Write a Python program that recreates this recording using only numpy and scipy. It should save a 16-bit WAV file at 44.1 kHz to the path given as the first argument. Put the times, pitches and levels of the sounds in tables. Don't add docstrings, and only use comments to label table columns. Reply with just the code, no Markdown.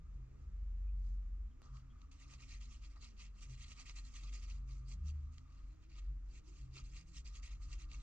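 import sys
import numpy as np
from scipy import signal
from scipy.fft import rfft, irfft, next_fast_len
from scipy.io import wavfile
from scipy.ndimage import uniform_filter1d

SR = 44100
rng = np.random.default_rng(int(sys.argv[2]) if len(sys.argv) > 2 else 0)


def bounce(signal):
    frames = np.transpose(np.atleast_2d(signal))
    limited = np.clip(frames, -1, 1)
    pcm = np.round(limited * 32767).astype(np.int16)
    wavfile.write(sys.argv[1], SR, pcm)


N = 353858

# (time of top [s], drive [dB], rise [ms], fall [ms], brightness [dB], hollowness [dB])
STROKES = [(0.15, -89, 35, 35, 1, 3), (0.42, -91, 45, 50, 6.5, 7.5), (1.085, -86.5, 83, 66, 8.5, 6),
           (1.645, -71, 21, 46, -8, 15.5), (1.768, -70.5, 31, 34, -0.5, 14), (2.026, -82, 45, 36, 0, -3),
           (2.118, -68.5, 4, 36, 1.5, 6), (2.227, -65.5, 29, 22, 1.5, 0), (2.337, -62.5, 45, 21, 1, 6),
           (2.424, -63.5, 32, 26, 0, 3), (2.525, -61, 38, 37.6, 1.5, -2), (2.615, -65.5, 12, 52, 1.5, 1),
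           (2.726, -66.5, 23, 42, 3.5, 0), (2.851, -65, 24, 20, 0, 1), (2.913, -73.5, 28, 29, 2.5, -7),
           (2.968, -75.5, 10, 24, -8, 21.5), (3.037, -60.5, 16, 33, -1, 5.5), (3.083, -74.5, 91, 46, 1, 2),
           (3.204, -60.5, 19.6, 47.6, -0.5, 1), (3.425, -62.5, 15, 33.3, 2.5, 2.5),
           (3.39, -71, 28, 64, 0.5, 4), (3.51, -68, 19, 43, 6.5, -1), (3.55, -68.5, 30, 6, 1.5, -5),
           (3.635, -59.5, 40, 12.7, 1, -2), (3.722, -63, 47.8, 17, 3, 2), (3.806, -58.5, 31, 18.5, 1, 2),
           (3.862, -62.5, 7.7, 16, 3, -17), (3.897, -60.5, 35, 24, 1, 3.5), (3.966, -60, 3.6, 8.3, 0.5, -3),
           (3.99, -60, 32, 15, 3, 1), (4.069, -67, 36, 41, 5.5, -2), (4.163, -59.5, 22, 36, 3, 1),
           (4.239, -64, 8, 19, 2, 6), (4.284, -66.5, 72, 25, 1, 3), (4.346, -60, 17.4, 36, 4.5, -1),
           (4.434, -64, 15.3, 24, 4.5, -4), (4.492, -64, 17, 58, 0.5, 2), (4.703, -71.5, 20, 74, 6, -1),
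           (4.927, -65, 37, 17, 6, 5), (5.089, -65.5, 27.5, 18.5, 5, 4), (5.23, -83.5, 420, 89, -0.5, 5.5),
           (5.334, -78, 15, 76, 6, -9), (5.55, -79.5, 73, 100, -10, 6.5), (5.7, -82.5, 72, 58, 1.5, 0),
           (5.833, -77.5, 16, 25, -9, 3), (5.905, -74.5, 10.5, 126, -6, 3), (5.992, -65, 32, 8.5, -8, 3.5),
           (6.38, -69.5, 63, 16, 3.5, -3), (6.486, -72.5, 25, 27, 2.5, 9), (6.59, -71.5, 65, 57.2, 4, 2),
           (6.78, -58.5, 30.4, 27.4, -2, 6.5), (6.859, -72.5, 20, 50, 5, 1), (6.974, -61, 34, 32, 1.5, 0),
           (7.085, -75.5, 19, 40, 8, -5), (7.171, -61.5, 23, 24.7, 7, -6), (7.268, -61.5, 12, 29, 3.5, -4),
           (7.365, -62, 23, 22.6, 4, 0.5), (7.439, -62, 9.3, 57, 3, 0), (7.516, -67.5, 6.7, 36, 1, 5.5),
           (7.634, -70.5, 22, 34, 6, -1), (7.733, -63, 35, 25, 2.5, 4.5), (7.81, -63.5, 22, 27.5, 2, -4),
           (7.938, -63, 29.5, 32, -3, 7), (7.995, -73, 31.6, 66, 4, -5)]
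CONTROL_STEP = 32


def brush(slips_per_s=9500, spread_db=2.5, flutter_db=1.0, catch_db=2.5):
    ring_spread_db = 0.5
    ms = np.arange(0, N, CONTROL_STEP) * 1000 / SR
    power, colour_db = 1e-14, 0
    rings_db = ring_spread_db * rng.standard_normal(len(STROKES))
    for (s, db, rise_ms, fall_ms, *colour), ring_db in zip(STROKES, rings_db):
        stroke = swell(ms, s, db, rise_ms, fall_ms)
        power = power + stroke
        colour_db = colour_db + np.outer([*colour, ring_db], stroke)
    flutter = evened(uniform_filter1d(rng.standard_normal(len(ms)), size=7))
    catches = signal.lfilter([1], [1, -.85], rng.random(len(ms)) < .03)
    level = np.sqrt(power) * amp(flutter_db * flutter + catch_db * catches)
    controls = (level, *amp(colour_db / power))
    level, *colour = (np.interp(np.arange(N) * 1000 / SR, ms, c) for c in controls)
    timing, sign, size = rng.random((N, 2, 3)).T
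    slips = (timing < slips_per_s / SR) * np.sign(sign - .5) * amp(-spread_db * np.log(size + 0.0077))
    return patches(bands(level * evened(slips), *colour), 2.7)


def swell(ms, top_s, db, rise_ms, fall_ms):
    shape = 1.65
    from_top_ms = ms - 1000 * top_s
    flank_ms = np.where(from_top_ms < 0, rise_ms, fall_ms)
    return amp(db - 6.55 * np.abs(from_top_ms / flank_ms) ** shape) ** 2


def bands(x, bright, hollow, ring):
    low = signal.sosfilt(signal.butter(3, 1450, fs=SR, output="sos"), x)
    high = signal.sosfilt(signal.butter(2, 4200, "high", fs=SR, output="sos"), x)
    upper = signal.sosfilt(signal.butter(1, (3600, 5200), "band", fs=SR, output="sos"), x)
    return x + (hollow - 1) * low + (bright - 1) * high + (ring - 1) * upper


def patches(x, depth_db):
    z = signal.stft(x, nperseg=256, noverlap=192)[2]
    field = rng.standard_normal(z.shape[1:])
    field = uniform_filter1d(field, size=3, axis=0)
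    field = evened(uniform_filter1d(field, size=14, axis=1))
    return signal.istft(z * amp(depth_db * field), nperseg=256, noverlap=192)[1][:, :N]


def ticks():
    # (time [s], blow drive [dB], brightness [dB], hollowness [dB], thud drive [dB])
    touches = [(1.6189, -58, 0, 14, -58), (1.7695, -52, 0, -4, -84), (2.017, -53, -12, -17, -89),
               (2.1151, -57, -2, -5, -85), (2.3381, -43.5, 3, -9, -79), (2.6082, -63, -2, 4, -84),
               (2.9597, -53.5, -8, 5, -81), (3.026, -45.5, 2, 5, -78), (3.7179, -42, -7, -15, -63),
               (3.8965, -39, -10, -12, -81), (3.9613, -52, -4, -4, -83), (4.329, -46, -14, -5, -82),
               (4.507, -53, 3.5, 5, -83), (4.915, -49, -4, -3, -84), (5.3819, -46, 5, -2, -86),
               (6.769, -52, -10, 3, -70), (7.2662, -52, -4, -6, -82), (7.4306, -44.5, -4, -2, -80),
               (7.7302, -45, 3, 0, -84), (7.916, -39, 2, -2, -72)]
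    decay_ms, thud_ms = 1.67, .45
    blows, thuds = np.zeros((2, N)), np.zeros(N)
    ms = np.arange(600) * 1000 / SR
    noises = rng.standard_normal((len(touches), 2, 600))
    for (s, db, *colour, thud_db), noise in zip(touches, noises):
        burst = .45 * noise * np.exp(-ms / decay_ms)
        burst = uniform_filter1d(burst, size=4)
        at = round(s * SR)
        blows[:, at:at + 600] += amp(db) * bands(burst, *amp(colour), 1)
        thuds[at:at + 600] += amp(thud_db) * 2.5 * (1 - ms / thud_ms) * np.exp(-ms / thud_ms)
    return blows, thuds


def plate(hz):
    # (centre [Hz], width [Hz], left [dB], right [dB])
    plate_modes = [(1166, 220, -14.5, -15.5), (1881, 67, -5, 0), (2016, 99, -5, -3.5), (2203, 230, -3, -2),
                   (2437, 150, -1.5, -0.5), (2730, 270, 2.5, -4.5), (3100, 140, -2, -18.5),
                   (3296, 120, -3, -4.5), (3680, 270, -4.5, -13), (3990, 300, -5.5, -9),
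                   (4147, 120, 1.5, -7), (4645, 330, -14.5, 0.5), (5020, 200, -7.5, -5.5),
                   (5540, 320, -22, -6.5), (5960, 210, -8, -3.5), (6390, 380, -12.5, -2.5),
                   (7534, 350, -17.5, -6.5), (10300, 150, -50, -29)]
    # (frequency [Hz], left [dB], right [dB])
    hiss = [(478, -26, -22), (1740, -13, -20), (2555, -10.5, -5), (3160, -17, -13.5), (5000, -13, -8),
            (6750, -25.5, -6), (8000, -17, -15.5), (7950, -18, -24), (8570, -24.5, -23.5),
            (10030, -36, -30), (10800, -28.5, -26.5), (11400, -36, -36.5)]
    power = amp(over_hz(hiss, hz)) ** 2
    for centre_hz, width_hz, left_db, right_db in plate_modes:
        power = power + amp([[left_db], [right_db]]) ** 2 * np.abs(mode(hz, centre_hz, width_hz)) ** 4
    log_gain = np.log(power) / 2
    circle = np.concatenate([log_gain, log_gain[:, -2:0:-1]], axis=1)
    phase = -signal.hilbert(circle.mean(axis=0)).imag[:len(hz)]
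    return np.exp(log_gain + 1j * phase)


def ports(shared, other, colour):
    # (frequency [Hz], likeness [0-1], phase by which left lags [rad])
    port_curve = [(60.6, 1, 0), (144, .9, 1.67), (252, .6, 1.36), (600, 0.6, 1.48), (1310, 1, 1.02),
                  (1730, 0.2, 0.02), (2440, .92, 1.51), (3330, 0.9, 1.37), (4300, 0.97, 2), (5170, 0.1, 2),
                  (5490, 0.9, 1.5), (7250, 0.1, 4), (8260, 1, 4.5), (7500, 0.4, -4), (9850, 0.5, 1),
                  (10200, 1, 2.5)]
    size = 2 * next_fast_len(N // 2 + 4096)
    hz = np.fft.rfftfreq(size, 1 / SR)
    like, lag_rad = over_hz(port_curve, hz)
    left, unrelated = rfft(shared, size), rfft(other, size)
    right = (like * left + np.sqrt(1 - like ** 2) * unrelated) * np.exp(1j * lag_rad)
    return irfft(np.array([left, right]) * colour(hz), size)[:, :N]


def squeaks():
    # (start [s], level [dB], first pitch [Hz], last pitch [Hz], length [ms])
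    tones = [(0.87, -82, 2450, 2650, 57), (1.508, -87.5, 3120, 3080, 39), (1.896, -82, 3230, 3274, 44),
             (5.69, -90, 4090, 4075, 45), (6.451, -77, 369, 370, 140), (6.73, -74.5, 372, 370, 92)]
    out = np.zeros(N)
    for s, db, first_hz, last_hz, ms in tones:
        u = np.arange(0, 1, 1000 / (ms * SR))
        tone = whistle(first_hz + (last_hz - first_hz) * u, first_hz / 10, 0).real
        out[round(s * SR):][:len(u)] += amp(db) * tone * np.sin(np.pi * u ** .6)
    return out


def whistle(hz, width_hz, steadiness):
    r = np.exp(-np.pi * width_hz / SR)
    noise = rng.standard_normal((len(hz), 2)) @ [1, 1j]
    slow = evened(signal.lfilter([1], np.convolve([1, -r], [1, -r]), noise))
    slow = evened(slow / (np.abs(slow) + 0.047) ** steadiness)
    return slow * np.exp(2j * np.pi * np.cumsum(hz) / SR) * np.sqrt(2)


def rumble():
    # (time [s], level [dB])
    curve_46 = [(0, -64), (.12, -47.5), (.4, -64.5), (.56, -45), (.85, -39.5), (1.2, -41.5), (1.46, -45),
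                (1.53, -63), (1.67, -63), (1.75, -46.5), (1.83, -63.5), (2.05, -53), (2.42, -62),
                (2.54, -47), (2.77, -56.5), (2.86, -50.5), (3.06, -56), (3.55, -51), (3.75, -60),
                (4.03, -48), (4.12, -56.5), (4.31, -45.5), (4.95, -46.5), (5.17, -58.5), (5.24, -46),
                (5.38, -68.5), (5.7, -47.5), (5.77, -67.5), (5.97, -52), (6.09, -41), (6.28, -48.5),
                (6.45, -56), (6.63, -48), (6.76, -56), (6.88, -46.5), (7.05, -56), (7.35, -47.5),
                (7.75, -44), (8.02, -47.5)]
    curve_61 = [(0.0, -60), (0.36, -65.5), (0.45, -52), (0.8, -68), (1.03, -56), (1.41, -52.5), (1.76, -75),
                (2.81, -58.5), (3.12, -71), (5.27, -64), (5.43, -71.5), (6.25, -57), (6.36, -66),
                (6.72, -59), (7.08, -73), (7.19, -54), (7.48, -60), (8.02, -57)]
    curve_73 = [(0.0, -61), (0.18, -59), (0.29, -68), (0.47, -50.5), (0.51, -62), (0.67, -54),
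                (1.32, -67.5), (1.36, -57), (1.45, -71.5), (1.76, -63.5), (3.46, -71), (3.51, -58.5),
                (4.33, -81), (4.42, -58.5), (4.91, -61), (5.05, -41.5), (5.2, -44.5), (5.45, -62),
                (6.5, -73.5), (6.66, -59), (7.21, -70.5), (8.02, -66)]
    curve_128 = [(0.0, -84.5), (0.18, -59.5), (0.91, -77), (0.96, -61.5), (1.61, -78.5), (1.74, -56),
                 (2.1, -80.5), (2.3, -63.5), (3.21, -79.5), (3.26, -69), (3.42, -85), (3.51, -54),
                 (3.71, -72.5), (4.11, -72), (4.15, -83), (4.24, -64), (4.33, -78), (4.76, -55.5),
                 (5.76, -76.5), (5.81, -89), (5.92, -67), (6.03, -79), (6.12, -59), (6.23, -78),
                 (6.52, -74), (6.66, -56), (7.04, -71), (7.73, -67.5), (7.8, -71.5), (8.02, -63.5)]
    curve_165 = [(0.0, -62), (0.04, -83), (3.06, -84.5), (4.85, -77), (5.05, -64.5), (5.2, -82),
                 (5.94, -83), (7.17, -71), (7.33, -85), (8.02, -75)]
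    low = boom(curve_46, 46.51, 5, 0.8) * beat()
    low = low + boom(curve_61, 61, 6.2, 0.8) + boom(curve_73, 73, 3.5, 0.9)
    high = boom(curve_128, 128, 8, 0.57) + boom(curve_165, 165, 22, 0.17)
    return low * amp([[.3], [-.3]]) + high * amp([[-.2], [.2]])


def boom(curve, centre_hz, width_hz, steadiness):
    hz = np.fft.fftfreq(N, 1 / SR)
    spectrum = np.fft.fft(rng.standard_normal(N)) * mode(hz, centre_hz, width_hz) ** 2
    z = evened(np.fft.ifft(spectrum * (hz > 0)))
    z = z / (np.abs(z) + 0.049) ** steadiness
    return over_time(curve) * evened(z.real)


def beat():
    from_s, fade_s, crest_s, beats_per_s = 6.2, 0.16, 7.3, 8.77
    t = np.arange(N) / SR
    depth = np.clip((t - from_s) / fade_s, 0, 1)
    return 1 - depth * (1 - np.abs(np.cos(np.pi * beats_per_s * (t - crest_s))))


def draught():
    # (time [s], pitch [Hz])
    moan_line = [(0.0, 171.8), (0.25, 207), (1.0, 189), (1.419, 222), (1.6, 268), (1.779, 215.3),
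                 (1.95, 258), (2.3, 268.5), (2.7, 220), (2.95, 260), (3.2, 216.5), (3.85, 240.2),
                 (4.5, 250), (5.1, 216.2), (5.4, 238.4), (5.579, 296.8), (7.1, 300.4), (7.3, 227.2),
                 (7.749, 331.4), (8.03, 274)]
    # (time [s], level [dB])
    rush_curve = [(0, -78), (.45, -79), (.7, -84.5), (1.5, -84.5), (1.62, -73.5), (1.72, -83.5), (3.3, -84),
                  (4.8, -83), (5, -81), (5.3, -88), (6.5, -82), (7.3, -84.5), (8.02, -82)]
    drive_at_240_hz_db, db_per_octave, breaks_db = -70, -7, 1
    wander, gusts_db = .05, 2.5
    s, hz = np.transpose(moan_line)
    hz = np.interp(np.arange(N) / SR, s, hz)
    hz = hz * (1 + wander * (chance(size=1500) + chance(size=4000)))
    drive_db = drive_at_240_hz_db + db_per_octave * np.log2(hz / 240) + breaks_db * chance(size=3000)
    z = amp(drive_db) * whistle(hz, 18, .5)
    moan = (z * amp([[-8], [-2.5]]) * np.exp(-1j * np.array([[1.7], [0]]))).real
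    a, b = rng.standard_normal((N, 2)).T
    rush = evened(ports(a, b, lambda f: mode(f, 347, 250) ** 2 * amp([[-1.5], [1.5]])))
    return moan + over_time(rush_curve) * amp(gusts_db * chance(size=3500)) * rush


def room(drift_db=.6):
    # (frequency [Hz], left [dB], right [dB])
    floor_curve = [(15.6, -14.5, -11.5), (26.2, 0.5, -1), (106, -17.5, -13.5), (153, -21, -27),
                   (206, -27, -22.5), (307, -30, -27), (407, -42.5, -37.5), (755, -46, -39.5),
                   (1490, -42, -42), (2530, -44, -43.5), (3180, -48, -55.5), (6700, -52, -46.5),
                   (7950, -54, -58), (8900, -82.5, -75.5)]
    floor_db = -61
    a, b, c, d, drift = rng.standard_normal((N, 5)).T
    drift = uniform_filter1d(uniform_filter1d(drift, size=3000), size=3000)
    drift = amp(drift_db * evened(drift))
    floor = evened(ports(a * drift, b * drift, lambda hz: amp(over_hz(floor_curve, hz))))

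    def hollow_colour(hz):
        response = mode(hz, 1203, 220) ** 2 + 0.42 * mode(hz, 1238, 66) + 0.48 * mode(hz, 1005, 32)
        return response * amp([[1], [-1]])

    hollow = evened(ports(c, d, hollow_colour))
    return amp(floor_db) * floor + hollow_level() * hollow


def hollow_level():
    # (time [s], level [dB])
    own_curve = [(0, -83.5), (.6, -84.5), (.75, -88.5), (1.5, -86.5), (1.7, -79), (3.1, -83.5),
                 (3.35, -82.5), (4.5, -79), (5.2, -82), (5.55, -78.5), (5.9, -90), (6.5, -84.5), (7.1, -88),
                 (7.4, -77), (8.02, -77.5)]
    flicker_db, stroke_db = 1.5, -16
    ms = np.arange(0, N, CONTROL_STEP) * 1000 / SR
    power = sum(swell(ms, s, db + hollow_db + stroke_db, rise_ms, fall_ms)
                for s, db, rise_ms, fall_ms, _, hollow_db in STROKES)
    power = np.interp(np.arange(N) * 1000 / SR, ms, power)
    return np.sqrt(power + over_time(own_curve) ** 2) * amp(flicker_db * chance(size=1200))


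def amp(db):
    return 10 ** (np.asarray(db) / 20)


def evened(x):
    return x / np.sqrt(np.mean(np.abs(x) ** 2) + 1e-30)


def over_hz(table, hz):
    f, *columns = np.transpose(table)
    return np.array([np.interp(np.log(hz + 1), np.log(f), c) for c in columns])


def over_time(curve):
    s, db = np.transpose(curve)
    return amp(np.interp(np.arange(N) / SR, s, db))


def mode(hz, centre_hz, width_hz):
    return 1 / (1 + 2j * (hz - centre_hz) / width_hz)


def chance(size):
    return evened(uniform_filter1d(uniform_filter1d(rng.standard_normal(N), size=size), size=size))


def scene():
    response = plate(np.fft.rfftfreq(4096, 1 / SR))
    plate_rms = np.sqrt(np.mean(np.abs(response) ** 2))
    blows, thuds = ticks()
    steel = ports(*(brush() + blows), plate) / plate_rms
    return steel + thuds + squeaks() + rumble() + draught() + room()


def record(dry):
    edge_hz, self_noise_db = 11950, -102
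    lowpass = signal.firwin(511, edge_hz, window=("kaiser", 9), fs=SR)
    limited = signal.oaconvolve(dry, lowpass[None], "same")
    return limited + amp(self_noise_db) * rng.standard_normal((N, 2)).T


dry = scene()
out = record(dry)
bounce(out)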